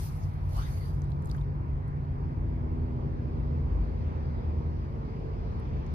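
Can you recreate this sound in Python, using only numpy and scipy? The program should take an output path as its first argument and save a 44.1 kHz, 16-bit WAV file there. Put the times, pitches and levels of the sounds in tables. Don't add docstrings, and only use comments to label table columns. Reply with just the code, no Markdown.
import sys
import numpy as np
from scipy import signal
from scipy.fft import rfft, irfft, next_fast_len
from scipy.io import wavfile
from scipy.ndimage import uniform_filter1d, map_coordinates

SR = 44100
rng = np.random.default_rng(int(sys.argv[2]) if len(sys.argv) > 2 else 0)


def wav_out(sig):
    wavfile.write(sys.argv[1], SR, np.round(np.clip(np.atleast_2d(sig).T, -1, 1) * 32767).astype(np.int16))


N = 261954

# peak_s, level_db, rise_db_per_s, fall_db_per_s, pitch_hz, glide_octaves_per_s, width_hz
SWISHES = [ (0.065, -58, 92, 300, 12400, 3, 5040), (.07, -63.5, 200, 220, 5000, -0.5, 2800),
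           (.24, -66, 400, 604, 5240, -6, 2200), (.32, -76.5, 78, 48.5, 3700, 0, 1820),
           (.535, -53.5, 350, 330, 560, 8, 150), (0.593, -47, 153, 320, 1060, 11, 517),
           (.6, -62.5, 300, 200, 2487, 2.5, 1400), (0.598, -65, 152, 145, 4840, 1.5, 1770),
           (0.642, -60.5, 160, 260, 3490, 1, 860), (.675, -62, 97, 85, 1899, -0.5, 1340),
           (.715, -65.5, 111, 106, 11130, 0, 3200), (.81, -64.5, 220, 220, 2050, -1, 220),
           (.86, -70, 67, 170, 3690, 0.5, 1800)]
# peak_s, level_db, slope_db_per_s, pitch_hz
WHISTLES = [(.585, -63, 350, 3000), (.592, -60, 300, 4450), (.632, -65, 350, 6300), (.652, -63, 300, 3700),
            (.655, -66, 250, 4700), (.678, -61, 400, 2000), (.73, -66, 170, 4520), (.735, -69, 280, 6350),
            (.84, -66.5, 130, 4580)]
# full_speed_s, level_db, hold_s, release_db_per_s, roughness_db
SLIDES = [ (0, -55.5, 0.038, 187, 0.5), (0.146, -69, 0.015, 82, 1.5), (0.235, -76, 0.01, 300, 2),
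          (0.295, -83.5, 0.027, 93, 2.5), (0.508, -74.5, .02, 100, 3), (0.557, -63, 0.045, 100, 2),
          (0.69, -65.5, .024, 60.5, 0), (0.85, -75, 0.02, 75.5, 2.5), (1.287, -77.5, .1, 219, 3)]
# frequency_hz, gain_db
SLIDE_EQ = [(900, -20), (2200, -2), (3400, -3), (4700, 1), (6200, -1), (7600, -7), (9800, 0), (11500, 1),
            (13000, -1), (14300, -6), (15300, -15)]
# peak_s, level_db, rise_db_per_s, fall_db_per_s
RUSTLES = [(1.04, -78.5, 200, 130), (1.3, -75, 130, 75)]
# start_s, level_db, pitch_hz
GUIDE_TICKS = [(1.0188, -48.5, 6000), (1.042, -54, 7500), (1.1044, -56, 13000), (1.2226, -54.5, 8500),
               (1.2474, -53, 10000), (1.257, -45.5, 9500), (1.2725, -49.5, 10500), (1.293, -50, 10000),
               (1.3135, -47, 11000), (1.3365, -56, 10000), (1.3664, -56, 9500), (1.4014, -57.5, 10300),
               (1.8796, -54.5, 11800), (5.6, -57.5, 10500), (5.8644, -55, 6000)]
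# start_s, level_db, ring_hz, t60_s
ROD_TAPS = [(1.118, -46, 3950, .012), (1.299, -40.5, 3750, .008), (1.3135, -34, 4450, 0.01),
            (1.346, -38.5, 1700, 0.025), (1.38, -50.5, 3400, 0.025), (1.413, -47.5, 3810, .009)]
# frequency_hz, gain_db
SNAP_EQ = [(1000, -18), (3000, -3), (4500, 0), (7000, -2), (11000, -3), (13500, -9), (15300, -22)]

# time_s, level_db
FIRING_FADER = [(0, -55), (1.2, -54.5), (2.1, -41.5), (2.7, -36.5), (3.3, -39), (3.9, -35), (4.7, -33.5),
                (5.05, -51.5), (5.6, -35.5), (5.94, -39.5)]
# firing_multiple, peak_s, level_db, rise_db_per_s, fall_db_per_s
PASSING_ORDERS = [(3, 1.3, -54, 25, 33), (3, 2.75, -43.7, 9, 3.2), (4, 1.15, -59, 10, 25),
                  (4, 2.85, -49.7, 11, 5), (5, 4.4, -57, 4, 5.5)]
WHINE_RATIOS = (4.82, 5.88)
# peak_s, level_db, rise_db_per_s, fall_db_per_s
WHINE_SWELLS = [(3, -54.5, 11, 7), (5.3, -49, 20, 19)]
# cycle_multiple, peak_s, level_db, rise_db_per_s, fall_db_per_s
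HEAVY_ORDERS = [(3, .3, -43, 5, 1), (3, 3.87, -37.5, 24, 22.5), (5, 0.75, -35, 4, 10),
                (5, 4.7, -42.5, 3, 9), (7, 2.6, -43, 12.5, 10), (8, 1.3, -37.7, 2.2, 2.2)]
# pitch_multiple, peak_s, level_db, rise_db_per_s, fall_db_per_s
FAR_ORDERS = [(2, 2.3, -57, 6, 4.4), (3, 2.8, -53, 6.5, 6)]

# time_s, level_db
RUMBLE_FADER = [(0, -35), (.7, -36), (1.25, -33), (1.8, -36), (2.6, -34.5), (3.3, -33), (4, -34), (5, -36),
                (5.94, -34)]
SUB_FADER = [(0, -38.5), (1.3, -38.5), (3.3, -41), (3.85, -33.5), (4.3, -47.5), (4.9, -41.5), (5.6, -42),
             (5.94, -44.5)]
TYRE_FADER = [(0, -58), (1.8, -58.5), (3.3, -58.5), (4.2, -56.5), (4.8, -58.5), (5.5, -57)]
SIZZLE_FADER = [(0, -73.5), (1.6, -76), (3, -73.5), (4.1, -69.5), (5, -71), (5.94, -67.5)]
# peak_s, level_db, rise_db_per_s, fall_db_per_s
ROAR_SWELLS = [(1.301, -57.5, 6.5, 30.5), (3, -46.5, 4.5, 0.13)]
# frequency_hz, gain_db
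RUMBLE_EQ = [(10, -33), (20, -22), (30, -13), (42, -4), (55, 2), (85, -1), (125, -2), (160, -5),
             (210, -17.5), (400, -32), (1000, -100)]
SUB_EQ = [(20, -26), (36, 5.5), (47, 15.5), (66, 11), (90, -4.5), (200, -69)]
TYRE_EQ = [(200, -28), (500, -16.5), (680, 1.5), (760, 0), (960, 1.5), (1110, -3), (1400, -9),
           (2200, -11.5), (2900, -26.5), (4500, -38.5), (8000, -82.5)]
SIZZLE_EQ = [(1500, -18.5), (2400, 8), (3000, 2.5), (3900, -1.5), (4700, 0.5), (6000, -8), (7400, -25.5),
             (10000, -66)]
ROAR_EQ = [(100, -23), (200, 4.5), (280, 0), (390, 0), (430, -3.5), (480, -2.5), (570, -8), (650, -11.5),
           (1000, -27), (3000, -94)]
AIR_EQ = [(3000, -20), (7500, -5), (10000, 0), (12200, 0), (13700, -6), (14600, -20)]

# frequency_hz, side_minus_mid_db
STEREO_WIDTH = [(35, -15.5), (60, -14.5), (110, -9.5), (200, -7), (380, -2), (700, 3), (1290, 7),
                (2380, -1.5), (4400, 1), (8120, 5.5), (11000, -9), (15000, -16)]
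# frequency_hz, left_minus_right_db
PORT_TILT = [(40, 1.7), (70, 0.5), (110, 0), (200, 0), (380, -3), (700, -2.5), (1290, 0), (2380, 3),
             (4400, 1), (8120, -0.5), (15000, 0.5)]

PORT_LAG_S = .00043
CONTACT_SAMPLES = SR // 10


def cast():
    airy = swishes() + whistles()
    flutter = amp(1.2 * wobble(70))
    return ports(airy * flutter + guide_rasp() + rustle(), direct=.3)


def swishes():
    return sum(swell(s, db, rise, fall) * eddies(glide(s, hz, octaves_per_s), width_hz)
               for s, db, rise, fall, hz, octaves_per_s, width_hz in SWISHES)


def whistles():
    return sum(swell(s, db, slope, slope) * eddies(glide(s, hz, octaves_per_s=.8), width_hz=240)
               for s, db, slope, hz in WHISTLES)


def guide_rasp():
    attack_db_per_s = 205
    sliding = sum(swell(s, db, attack_db_per_s, release, hold) * catches(rough_db)
                  for s, db, hold, release, rough_db in SLIDES)
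    flicker = amp(1.2 * wobble(60))
    return sliding * flicker * rush(SLIDE_EQ, patchy_db=1.8)


def rustle():
    envelope = sum(swell(*row) for row in RUSTLES)
    return envelope * catches(rough_db=5) * eddies(np.full(N, 4450), width_hz=1400)


def catches(rough_db, per_s=380):
    return unit(amp(rough_db * np.minimum(wobble(per_s), 2)))


def slack_line():
    t = np.arange(CONTACT_SAMPLES) / SR
    track = np.zeros((2, N + SR))
    bright = rush(SNAP_EQ, patchy_db=2)
    for s, db, hz in GUIDE_TICKS:
        track[:, round(s * SR):][:, :len(t)] += amp(db) * snap(bright, hz)
    for s, db, hz, t60_s in ROD_TAPS:
        drift = np.cumsum(rng.standard_normal((2, len(t))), axis=1)
        scuff = drift * np.sqrt(np.pi * .17 * hz / SR)
        ring = np.sin(2 * np.pi * hz * t + scuff) * strike(t60_s)
        tap = ring + amp(-15) * snap(bright, hz=5000)
        track[:, round(s * SR):][:, :len(t)] += amp(db) * tap
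    return ports(track[:, :N], direct=.34)


def snap(noise, hz, width_octaves=.55):
    start = rng.integers(N - CONTACT_SAMPLES)
    spectrum = rfft(noise[:, start:start + CONTACT_SAMPLES])
    octaves_off = np.log2((np.fft.rfftfreq(CONTACT_SAMPLES, 1 / SR) + 1) / hz)
    burst = irfft(spectrum / (1 + (octaves_off / width_octaves) ** 2), CONTACT_SAMPLES)
    return unit(burst) * strike(t60_s=.0075)


def strike(t60_s):
    t = np.arange(CONTACT_SAMPLES) / SR
    attack_s = .11 * t60_s
    return (1 - np.exp(-t / attack_s)) * amp(-60 * t / t60_s)


def engines():
    mono = passing_engine() + heavy_engine() + hum(np.full(N, 135.2), FAR_ORDERS)
    return filtered(mono, lambda hz: np.exp(1j * np.pi * hz * PORT_LAG_S * np.array([[-1], [1]])))


def passing_engine(centre_hz=79, doppler_hz=5.3, nearest_s=3.5, pass_s=2.3):
    firing_hz = centre_hz - doppler_hz * np.tanh((clock() - nearest_s) / pass_s)
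    exhaust = fader(FIRING_FADER) * tone(firing_hz) + hum(firing_hz, PASSING_ORDERS)
    whine = sum(swell(*shape) * tone(ratio * firing_hz)
                for ratio, shape in zip(WHINE_RATIOS, WHINE_SWELLS))
    return exhaust + whine


def heavy_engine(start_hz=18.65, idle_hz=17.3, settle_s=1.55):
    cycle_hz = idle_hz + (start_hz - idle_hz) * np.exp(-clock() / settle_s)
    return hum(cycle_hz, HEAVY_ORDERS)


def hum(rate_hz, orders):
    return sum(swell(*shape) * tone(round(multiple) * rate_hz) for multiple, *shape in orders)


def traffic():
    rumble = fader(RUMBLE_FADER) * rush(RUMBLE_EQ, patchy_db=-.33)
    sub = fader(SUB_FADER) * rush(SUB_EQ, patchy_db=2.8)
    roar = sum(swell(*row) for row in ROAR_SWELLS) * rush(ROAR_EQ, patchy_db=.6)
    tyres = fader(TYRE_FADER) * rush(TYRE_EQ, patchy_db=1.36)
    sizzle = fader(SIZZLE_FADER) * rush(SIZZLE_EQ, patchy_db=1.7)
    return ports(rumble + sub + roar + tyres + sizzle, direct=.49)


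def air():
    return ports(amp(-90) * rush(AIR_EQ, patchy_db=.5), direct=0)


def eddies(hz, width_hz):
    slow = filtered(rng.standard_normal((2, 2, N)), lambda f: 1 / np.sqrt(1 + (2 * f / width_hz) ** 6))
    phase = phase_of(hz)
    return unit(slow[0] * np.cos(phase) + slow[1] * np.sin(phase))


def tone(hz):
    waver = amp(.9 * wobble(4))
    return np.sqrt(2) * waver * np.sin(phase_of(hz) + .1 * wobble(11))


def rush(eq, patchy_db):
    spectrogram = signal.stft(rng.standard_normal((2, N)), nperseg=512)[2]
    patches = rng.standard_normal(spectrogram.shape[1:])
    patches = uniform_filter1d(patches, size=5, axis=0)
    patches = uniform_filter1d(patches, size=16, axis=1)
    pair = signal.istft(spectrogram * amp(patchy_db * unit(patches)), nperseg=512)[1][:, :N]
    return unit(filtered(pair, lambda hz: amp(along(eq, hz))))


def ports(pair, direct):
    def side_blend(hz):
        lean = -np.clip(direct, 0, 1) * np.sin(2 * np.pi * hz * PORT_LAG_S)
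        return np.array([1j * lean, np.sqrt(1 - lean ** 2)])

    difference = filtered(pair, side_blend).sum(axis=0)
    side = filtered(difference, lambda hz: amp(along(STEREO_WIDTH, hz)))
    return np.array([pair[0] + side, pair[0] - side])


def swell(s, db, rise, fall, hold=0):
    t = clock() - s
    return amp(db - abs(rise) * np.maximum(-t, 0) - abs(fall) * np.maximum(t - hold, 0))


def fader(points):
    return amp(np.interp(clock(), *np.transpose(points)))


def glide(s, hz, octaves_per_s):
    return hz * 2 ** np.clip(octaves_per_s * (clock() - s), -1, 1)


def wobble(knots_per_s):
    knots = rng.standard_normal(int(N * knots_per_s / SR) + 4)
    return map_coordinates(knots, [clock() * knots_per_s])


def filtered(x, response):
    size = next_fast_len(N + SR // 2)
    return irfft(rfft(x, size) * response(np.fft.rfftfreq(size, 1 / SR)), size)[..., :N]


def along(eq, hz):
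    points_hz, points_db = np.transpose(eq)
    return np.interp(np.log(hz + 1), np.log(points_hz + 1), points_db)


def phase_of(hz):
    return 2 * np.pi * (np.cumsum(hz) / SR + rng.random())


def amp(db):
    return 10 ** (np.asarray(db) / 20)


def unit(x):
    return x / np.sqrt(np.mean(x ** 2) + 1e-20)


def clock():
    return np.arange(N) / SR


def scene():
    return cast() + slack_line() + engines() + traffic() + air()


def record(dry, top_hz=15400):
    split = np.array([[.5], [-.5]])
    return filtered(dry, lambda hz: amp(along(PORT_TILT, hz) * split) * (hz < top_hz))


dry = scene()
out = record(dry)
wav_out(out)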